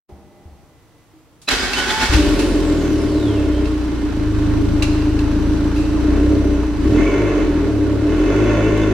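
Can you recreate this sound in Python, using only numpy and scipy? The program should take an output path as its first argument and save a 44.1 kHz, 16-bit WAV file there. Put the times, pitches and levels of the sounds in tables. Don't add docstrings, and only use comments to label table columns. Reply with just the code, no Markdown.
import sys
import numpy as np
from scipy import signal
from scipy.fft import rfft, irfft, next_fast_len
from scipy.io import wavfile
from scipy.ndimage import uniform_filter1d, map_coordinates

SR = 44100
rng = np.random.default_rng(int(sys.argv[2]) if len(sys.argv) > 2 else 0)


def digitize_waveform(pressure):
    field = np.atleast_2d(pressure).T
    bounded = np.clip(field, -1, 1)
    quanta = np.round(bounded * 32767).astype(np.int16)
    wavfile.write(sys.argv[1], SR, quanta)


N = 393813
T = np.arange(N) / SR
TOP_HZ = 15780

# [f/Hz, level/dB before the course below is added]
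PUMP_TONES = [(199.2, -63.5), (349.9, -65), (602.9, -67), (807.5, -69.5), (2003, -71), (6008, -79),
              (8010, -91)]
# [t/s, hum change/dB, thin whine change/dB]
PUMP_COURSE = [(.08, -60, -60), (.095, 10.5, 1), (.3, 6, -2), (.5, 6, 1), (.65, 0, -2), (1.03, -17, 1),
               (1.15, -42, -40)]
# [t/s, level/dB]
AIR_LEVEL = [(.075, -104), (.092, -51), (.3, -52), (.45, -51), (.65, -51), (1.0, -51), (1.45, -52)]
# [f/Hz, level/dB]
AIR_COLOUR = [(15, -37), (25, -4.5), (144, 1), (216, -10.5), (307, -0.5), (412, -14), (459, -4.5),
              (498, -10.5), (1310, -16), (1500, -20), (2020, -21), (2510, -22.5), (15700, -36.5)]

# [t/s, level/dB, f/Hz, time to fall 60 dB/s]
THUMPS = [(0.121, -31, 72, 0.26), (.455, -30.5, 77.6, .3), (.52, -37, 69, .25), (1.134, -42, 314, 0.3),
          (2.096, -6.5, 62, 0.13), (2.146, -5.5, 64, 0.37), (2.152, -19.5, 303.8, 0.65),
          (4.823, -23, 607.7, 0.088)]
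# [t/s, level/dB, time to fall 60 dB/s, share of thin bright snap/0-1]
CLACKS = [(1.416, -45, .22, 0.99), (1.487, -10, 0.032, 0.14), (1.51, -20, 0.054, 0.2),
          (1.733, -18, 0.1, 0.04), (1.789, -30, 0.04, .05), (1.889, -35, .06, 0.2), (2.01, -21, 0.11, 0),
          (2.135, -17, 0.11, 0.06), (2.391, -23.5, 0.19, 0.2), (3.655, -34.5, 0.12, .05),
          (4.823, -18, 0.11, 0.1), (5.19, -28.5, 0.064, 0.04), (5.76, -37, 0.71, 0.1),
          (8.775, -34, 0.031, 0.56)]
# [f/Hz, level/dB]
METAL_COLOUR = [(400, -18), (900, -6.5), (1780, -5), (2130, -9), (2640, 0), (3480, -13.5), (3820, -5),
                (4260, -6), (10200, -28.5), (15700, -41)]
# [f/Hz, width/Hz, level/dB]
METAL_RING = [(2646, 165, 0.5), (3040, 110, -1)]

# [t/s, teeth meshing per second f/Hz, whine level/dB]
STARTER_GEAR = [(1.48, 285, -26), (1.6, 620, -25), (1.72, 830, -11), (1.82, 850, -11), (1.91, 860, -7),
                (1.98, 876, 2), (2.07, 876, -16.5), (2.2, 1300, -34)]
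# [f/Hz, level/dB]
CRANKING_COLOUR = [(24, -26), (40, -1.5), (66, -1), (140, -12.5), (274, -0.5), (318, -11), (361, 4),
                   (511, -13), (864, -9), (932, -7.5), (1320, -9), (1500, -1.5), (2020, -9.5),
                   (4850, -13.5), (15700, -39)]
# [f/Hz, width/Hz, level/dB]
BELL_HOUSING = [(284, 4.2, 7), (374, 29, 2), (570, 25, -1.5), (798, 34, 6.5), (1434, 17, -8),
                (1460, 22, 8.5), (1527, 35, -10), (1824, 100, 6.5), (2230, 28, 2), (3010, 190, 2.5),
                (5100, 51, -34)]
# [t/s, peak level/dB]
STROKES = [(1.521, -16.5), (1.635, -28), (1.789, -22.5), (1.911, -21.5), (2.031, -18.5), (2.138, -24.5)]
STROKE_RISE_S, STROKE_FALL_S = 0.019, 0.027
ENGAGE_S, RELEASE_S = 1.474, 2.115
GRIND_DB, GRIND_FADE_DB_PER_S = -26, 102
# [t/s, f/Hz, level/dB, half length/s]
SQUEAKS = [(1.486, 2600, -22, 0.0072), (1.488, 4010, -19.5, 0.0078), (1.61, 4920, -29, 0.022),
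           (1.787, 3055, -21.5, 0.026), (1.81, 1485, -21, 0.031), (1.905, 3490, -22.5, 0.0151),
           (2.04, 1847, -25, 0.023), (3.57, 3140, -39, 0.0283), (7.01, 2113, -29.5, 0.034),
           (7.082, 2255, -30.5, 0.059), (8.511, 2620, -36, .025), (8.58, 3474, -41, 0.045),
           (8.67, 2670, -35, .028), (8.84, 3480, -39, .025)]

CATCH_S = 2.11
# [t/s, firings per second f/Hz]
ENGINE_SPEED = [(2.12, 52.3), (2.3, 43.5), (2.4, 46.7), (2.62, 42), (2.9, 37.5), (3.2, 36.8), (3.62, 30.9),
                (3.76, 29.5), (4.0, 28.9), (4.25, 26.4), (5.98, 27.9), (6.12, 31.3), (6.22, 31.94),
                (6.37, 33.7), (6.58, 30.9), (6.82, 27.1), (7.02, 44), (7.24, 52.7), (7.36, 47.5),
                (7.48, 42.2), (7.7, 36.5), (7.85, 33.9), (8.03, 35.2), (8.32, 49.0), (8.46, 54.2),
                (8.7, 52.4), (8.92, 53.05)]
# [t/s, load/0-1]
ENGINE_LOAD = [(2.1, 0.45), (5.95, 0), (6.2, 0.26), (6.5, 0.34), (6.8, 0.13), (7.0, 0.93), (7.25, 0.79),
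               (7.6, .2), (8.0, 0.28), (8.3, 0.82), (8.93, 0.92)]
# [start t/s, end t/s, opening (0 as at idle, 1 a full stab, below 0 shut)]
THROTTLE_MOVES = [(2.102, 2.18, 0.38), (3.678, 4.26, -0.73), (5.75, 5.897, -0.18), (6.005, 6.35, 0.72),
                  (6.633, 6.76, -1), (6.79, 6.97, 1.15), (8.058, 8.5, 0.37)]
OPEN_S, CLOSE_S = 0.068, .12
# [firings per second f/Hz, drone level/dB, growl level/dB, rasp level/dB, clatter level/dB]
LEVEL_BY_SPEED = [(29.303, -18, -30, -34.5, -43), (30.8, -19, -26.5, -34.5, -45),
                  (34.5, -18, -24.5, -36, -44.5), (42.4, -17.5, -23, -31.5, -44),
                  (50.5, -20, -19.5, -29, -44)]
DRONE_PUSH_DB, GROWL_PUSH_DB, RASP_PUSH_DB, CLATTER_PUSH_DB, BOOM_PUSH_DB = 4.5, 3, 2.5, 3, 4.5
# [f/Hz, level/dB]
BOOM_CARRY = [(27, -25.5), (29, -33), (31.5, -24.5), (35, -36.5), (39, -25), (44, -21.5), (50, -26.5),
              (55, -22.5), (65, -20.5), (71, -28), (80, -24), (87, -31.5), (96, -31), (106, -21.5),
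              (111, -29), (119, -36), (137, -45.5), (149, -35.5), (162, -40.5), (178, -48), (204, -52.5),
              (213, -26.5)]
# [strength level/dB, extra travel time of the pulse/s]
CYLINDERS = [(-0.5, 0.00063), (1.5, 0.00064), (-2.5, 0.0028), (-2, 0.0024)]
EVEN_AT_LOAD = .95
BUILD_S = 0.093
# [f/Hz, width/Hz, level/dB]
EXHAUST_LINE = [(161, 14, -22.5), (193, 14, -15.5), (212, 15, -19.5)]
# [f/Hz, width/Hz, level/dB]
SILENCER = [(236, 14.3, -12), (261.3, 20, -8.5), (295.96, 6.8, 7), (309.3, 7.3, 4.5)]
# [f/Hz, width/Hz, level/dB]
PIPE = [(366, 22, -3), (400, 17.3, -1.5), (431, 21.8, -0.5), (523, 24.4, -9), (576, 24.7, -2.5),
        (613.5, 23, -8.5), (665, 10.6, -4)]
# [f/Hz, width/Hz, level/dB]
TAILPIPE = [(707, 67, -8.5), (1014, 91, -3), (1112, 37, 0.5), (1416, 85, -1), (1803, 125, -5),
            (2123, 53, -1), (2303, 38, -3), (2600, 75, -1), (2995, 58, -6), (3414, 130, -10.5),
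            (6430, 710, -15.5)]
# [f/Hz, level/dB]
GAS_COLOUR = [(350, -16), (600, -1), (756, -6.5), (848, -1.5), (1330, -6), (1440, -4.5), (2270, -14),
              (2570, -14), (3180, -25), (4080, -18), (5000, -30.5), (6500, -54), (11000, -120)]
# [f/Hz, level/dB]
CLATTER_COLOUR = [(1760, -39), (3000, -1.5), (3190, -6.5), (4100, -7), (5440, -10), (6120, -13.5),
                  (6790, -15.5), (7800, -15), (8950, -20), (12200, -24.5), (14400, -32), (15700, -35)]
DRY_DB, OIL_S = 15.5, 0.71
# [t/s, level/dB]
ENGINE_WHINE = [(3.3, -75), (3.8, -60), (4.5, -55.5), (5.5, -52.5), (6.6, -53), (7.0, -60), (7.9, -58),
                (8.4, -65)]

COAST_AT_S, SPIN_TOP_HZ, SPIN_UP_HZ_PER_S = 2.42, 10000, 3100
FRICTION_HZ_PER_S, DRAG_S = 5020, 2.37
# [t/s, level/dB]
WHISTLE_LEVEL = [(2.15, -63), (2.37, -47), (2.5, -53), (2.8, -44), (3.0, -42), (3.3, -43.5), (3.6, -55),
                 (3.7, -87)]

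# [f/Hz, time to fall 60 dB/s]
WALL_ECHO = [(60, 1.4), (300, 1.05), (2000, 1.37), (6000, 1), (14000, 0.1)]
# [f/Hz, side minus middle level/dB]
STEREO_WIDTH = [(30, 2), (150, -7.5), (400, -14), (700, -11.5), (1300, -7.5), (2400, -4.5), (4400, -2),
                (8000, 2), (15000, -1)]


def amp(db):
    return 10 ** (np.asarray(db) / 20)


def unit(x):
    return x / np.sqrt(np.mean(x ** 2) + 1e-20)


def steady(x):
    power = np.mean(np.atleast_2d(x) ** 2, axis=0)
    for _ in range(2):
        power = uniform_filter1d(power, size=6000)
    return x / np.sqrt(np.abs(power) + 1e-12)


def along(points, hz):
    f, v = np.transpose(points)
    return np.interp(np.log(hz + 1), np.log(f + 1), v)


def curves(rows):
    s, *cols = np.transpose(rows)
    return [np.interp(T, s, c) for c in cols]


def wobble(rate):
    return map_coordinates(rng.standard_normal(int(N * rate / SR) + 4), [T * rate])


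def filtered(x, response):
    m = next_fast_len(N + SR // 2)
    hz = np.fft.rfftfreq(m, 1 / SR)
    return irfft(rfft(x, m) * response(hz), m)[..., :N]


def coloured(x, spectrum):
    return filtered(x, lambda hz: amp(along(spectrum, hz)))


def ringing(x, modes):
    def response(f):
        total = 0
        for k, (centre, width, db) in enumerate(modes):
            damping = 1j * f * width
            total = total + (-1) ** k * amp(db) * damping / (centre * centre - f * f + damping)
        return total
    return filtered(x, response)


def spread(pair):
    side = coloured(pair[1], STEREO_WIDTH)
    return np.array([pair[0] + side, pair[0] - side])


def noise():
    return spread(rng.standard_normal((2, N)))


def garage(x, wet_db):
    hz, t, z = signal.stft(rng.standard_normal((2, SR)), SR, nperseg=256)
    decay = amp(-60 * t / along(WALL_ECHO, hz)[:, None])
    tail = signal.istft(z * decay, SR, nperseg=256)[1]
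    tail = tail / np.linalg.norm(tail[0])
    wash = signal.fftconvolve(np.atleast_2d(x), tail, axes=1)[:, :N]
    return x + amp(wet_db) * spread(wash)


def puffs(turns, fade, between):
    return noise() * (np.exp(-fade * (turns % 1)) + abs(between))


def waiting_car():
    hum_db, whine_db = curves(PUMP_COURSE)
    tones = 0
    for hz, db in PUMP_TONES:
        course_db = hum_db if hz < 1000 else whine_db
        level = np.sqrt(2) * amp(db + course_db + 1.7 * wobble(11.9))
        tones = tones + level * np.sin(2 * np.pi * hz * T + 0.4 * wobble(25))
    fuel_colour = [(60, -22), (130, 1), (380, 8.0), (500, -4), (780, 3.5), (1200, -14.5), (2500, -33), (9000, -43)]
    fuel = amp(hum_db - 58) * unit(coloured(noise(), fuel_colour))
    air = amp(curves(AIR_LEVEL)[0]) * unit(coloured(noise(), AIR_COLOUR))
    return tones + fuel + air


def knocks():
    clacks, snaps, thumps = np.zeros((3, N))
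    t = np.arange(SR // 2) / SR
    for s, db, t60, bright in CLACKS:
        start, share = round(s * SR), np.clip(bright, 0, 1)
        blow = amp(db - 60 * t / t60) * (1 - np.exp(-t / 0.00045))
        blow = blow[:N - start]
        clacks[start:][:len(blow)] += np.sqrt(1 - share) * blow
        snaps[start:][:len(blow)] += np.sqrt(share) * blow
    for s, db, hz, t60 in THUMPS:
        envelope = amp(db - 60 * t / t60) * (1 - np.exp(-t / 0.0026))
        thumps[round(s * SR):][:len(t)] += envelope * np.sin(2 * np.pi * hz * t)
    metal = clacks * unit(coloured(noise(), METAL_COLOUR))
    snap = snaps * unit(coloured(noise(), [(1500, -10), (3800, -1), (9000, -3), (15500, -19)]))
    bright_part = metal + ringing(metal, METAL_RING) + snap
    return garage(bright_part, wet_db=-8.5) + garage(thumps, wet_db=-13.5)


def strain():
    meshed = np.clip((T - ENGAGE_S) / 0.0089, 0, 1)
    surges = 0
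    for s, db in STROKES:
        distance = np.maximum((s - T) / STROKE_RISE_S, (T - s) / STROKE_FALL_S)
        surges = surges + amp(db) * np.exp(-distance)
    grind_db = GRIND_DB - GRIND_FADE_DB_PER_S * np.maximum(T - RELEASE_S, 0)
    return meshed * (amp(grind_db) + surges)


def starter():
    mesh_hz, whine_db = curves(STARTER_GEAR)
    teeth = np.cumsum(mesh_hz) / SR
    grind = puffs(teeth, fade=3.1, between=0.79) * amp(0.99 * wobble(260))
    gear = amp(whine_db) * (np.sin(2 * np.pi * teeth) + 0.27 * np.sin(4 * np.pi * teeth))
    body = unit(coloured(grind, CRANKING_COLOUR)) + 0.73 * unit(ringing(grind, BELL_HOUSING)) + gear
    body = coloured(body, [(7500, 0), (11000, -2.0), (15000, -6)])
    at_rest = np.interp(T, [1.5, 1.54], [1, 0])
    body = body - at_rest * coloured(body, [(130, -1.5), (260, -34), (600, -90)])
    return garage(strain() * body, wet_db=-9.5)


def squeaks():
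    out, waver = np.zeros(N), wobble(400)
    for s, hz, db, half in SQUEAKS:
        near = np.abs(T - s) < 3 * half
        phase = 2 * np.pi * np.cumsum(hz * (1 + .02 * waver[near])) / SR
        swell = np.exp(-((T[near] - s) / half) ** 2)
        out[near] += amp(db) * swell * np.sin(phase)
    return garage(out * amp(2.5 * wobble(110)), wet_db=-8)


def throttle():
    total = 0
    for on, off, opening in THROTTLE_MOVES:
        build = np.clip((T - on) / OPEN_S, 0, 1)
        total = total + opening * build * np.exp(-np.maximum(T - off, 0) / CLOSE_S)
    return total


def loudness():
    hz, push = curves(ENGINE_SPEED)[0], throttle()
    speeds, *levels = np.transpose(LEVEL_BY_SPEED)
    pushes = DRONE_PUSH_DB, GROWL_PUSH_DB, RASP_PUSH_DB, CLATTER_PUSH_DB
    return [np.interp(hz, speeds, db) + push_db * push for db, push_db in zip(levels, pushes)]


def firings(turns, uneven, scatter_db, jitter):
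    at = np.flatnonzero(np.diff(np.floor(turns)))
    chance = rng.standard_normal((len(at), 2))
    cylinder = np.arange(len(at)) % len(CYLINDERS)
    db, lag = np.array(CYLINDERS)[cylinder].T * uneven[at]
    delay = np.round((lag + jitter * chance[:, 1]) * SR).astype(int)
    at = np.clip(at + delay, 0, N - 1)
    return unit(np.bincount(at, amp(db + scatter_db * chance[:, 0]), N))


def boom(turns):
    hz, push_db = curves(ENGINE_SPEED)[0], BOOM_PUSH_DB * throttle()
    smear = 0.0867 * (hz - hz.min())
    orders = 0
    for k in range(1, 5):
        level = np.sqrt(2) * amp(along(BOOM_CARRY, k * hz) + push_db + 0.3 * wobble(14))
        orders = orders - level * np.cos(2 * np.pi * k * turns + smear * k * k / 2)
    rumble_colour = [(15, -36), (30, 5.5), (80, 1.5), (130, -3.5), (190, -9.0), (300, -42), (900, -89)]
    rumble = unit(coloured(puffs(turns, fade=2.3, between=0.8), rumble_colour))
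    return orders * amp([[.2], [-.2]]) + amp(-30.5) * rumble


def exhaust(turns):
    drone_db, growl_db, rasp_db, _ = loudness()
    load = np.clip(curves(ENGINE_LOAD)[0], 0, 1)
    even = firings(turns, np.zeros(N), scatter_db=-2.5, jitter=.00005)
    uneven = 1 - np.clip(EVEN_AT_LOAD, 0, 1) * load
    pulses = firings(turns, uneven, scatter_db=1.4, jitter=.00007)
    gas = unit(puffs(turns, fade=5.3, between=0.57))
    turbulence = .2 * gas

    drone = ringing(even + 0.092 * gas, EXHAUST_LINE)
    drone = drone + ringing(garage(pulses, wet_db=-6) + turbulence, SILENCER)
    drone = coloured(drone, [(90, -37), (150, 6.5), (315, -4.0), (380, 0), (600, -25.0), (1500, -52.5)])

    growl = ringing(pulses + 1.76 * turbulence, PIPE)
    growl = coloured(growl, [(150, -24), (330, 7), (750, -9.5), (1500, -25), (4000, -67)])

    soft = steady(coloured(puffs(turns, fade=4.8, between=2.4), GAS_COLOUR))
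    hard = ringing(pulses + 0.68 * gas, TAILPIPE)
    hard = coloured(hard, [(300, -22), (600, 9.0), (7000, -4), (12000, -13)])
    rasp = np.sqrt(1 - load) * soft + np.sqrt(load) * steady(garage(hard, wet_db=1.5))

    pressure = 1 - np.exp(-np.maximum(T - CATCH_S, 0) / BUILD_S)
    drone = amp(drone_db) * steady(drone)
    growl = pressure * amp(growl_db) * steady(garage(growl, wet_db=0))
    rasp = amp(rasp_db + 0.81 * wobble(16)) * rasp
    return drone + growl + rasp


def valves(turns):
    ticks = puffs(turns, fade=4.5, between=2.3) * amp(0.59 * wobble(160))
    dry_db = DRY_DB * np.exp(-np.maximum(T - CATCH_S, 0) / OIL_S)
    clatter = amp(loudness()[3] + dry_db) * unit(coloured(ticks, CLATTER_COLOUR))
    phase = 2 * np.pi * np.cumsum(5945 + 35 * wobble(200)) / SR
    whine_gain = amp(curves(ENGINE_WHINE)[0] + 1.2 * wobble(18))
    whine = whine_gain * (np.sin(phase) + 0.12 * np.sin(2 * phase))
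    return clatter + garage(whine, wet_db=-7.5)


def engine():
    turns = np.cumsum(curves(ENGINE_SPEED)[0]) / SR
    running = np.clip((T - CATCH_S) / 0.023, 0, 1)
    return running * (boom(turns) + exhaust(turns) + valves(turns))


def spin_hz():
    since, friction_hz = T - COAST_AT_S, FRICTION_HZ_PER_S * DRAG_S
    climbing = SPIN_TOP_HZ + SPIN_UP_HZ_PER_S * since
    coasting = (SPIN_TOP_HZ + friction_hz) * np.exp(-since / DRAG_S) - friction_hz
    return np.maximum(np.minimum(climbing, coasting), 0)


def spin_down():
    hz, db = spin_hz(), curves(WHISTLE_LEVEL)[0]
    phase = 2 * np.pi * np.cumsum(hz * (1 + 0.0099 * wobble(600))) / SR
    whistle = 0
    for k, level_db in enumerate([0, -11, -19], 1):
        whistle = whistle + amp(level_db) * (k * hz < TOP_HZ) * np.sin(k * phase)
    whistle = coloured(whistle, [(3000, 2.5), (7000, -6.5), (10500, 1.5), (12500, -9), (15500, -17)])
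    return garage(whistle * amp(db + 3 * wobble(35)) * (T > CATCH_S), wet_db=-5)


def scene():
    return waiting_car() + knocks() + starter() + squeaks() + engine() + spin_down()


def record(dry):
    lean = [(60, 1.0), (500, -0.29), (2000, -1.9), (6000, -1.0), (12000, -1.3)]  # (Hz, left minus right dB)
    fade = np.minimum((T[-1] - T) / .003, 1)
    return filtered(dry * fade, lambda hz: amp(np.outer([.5, -.5], along(lean, hz))) * (hz < TOP_HZ))


dry = scene()
out = record(dry)
digitize_waveform(out)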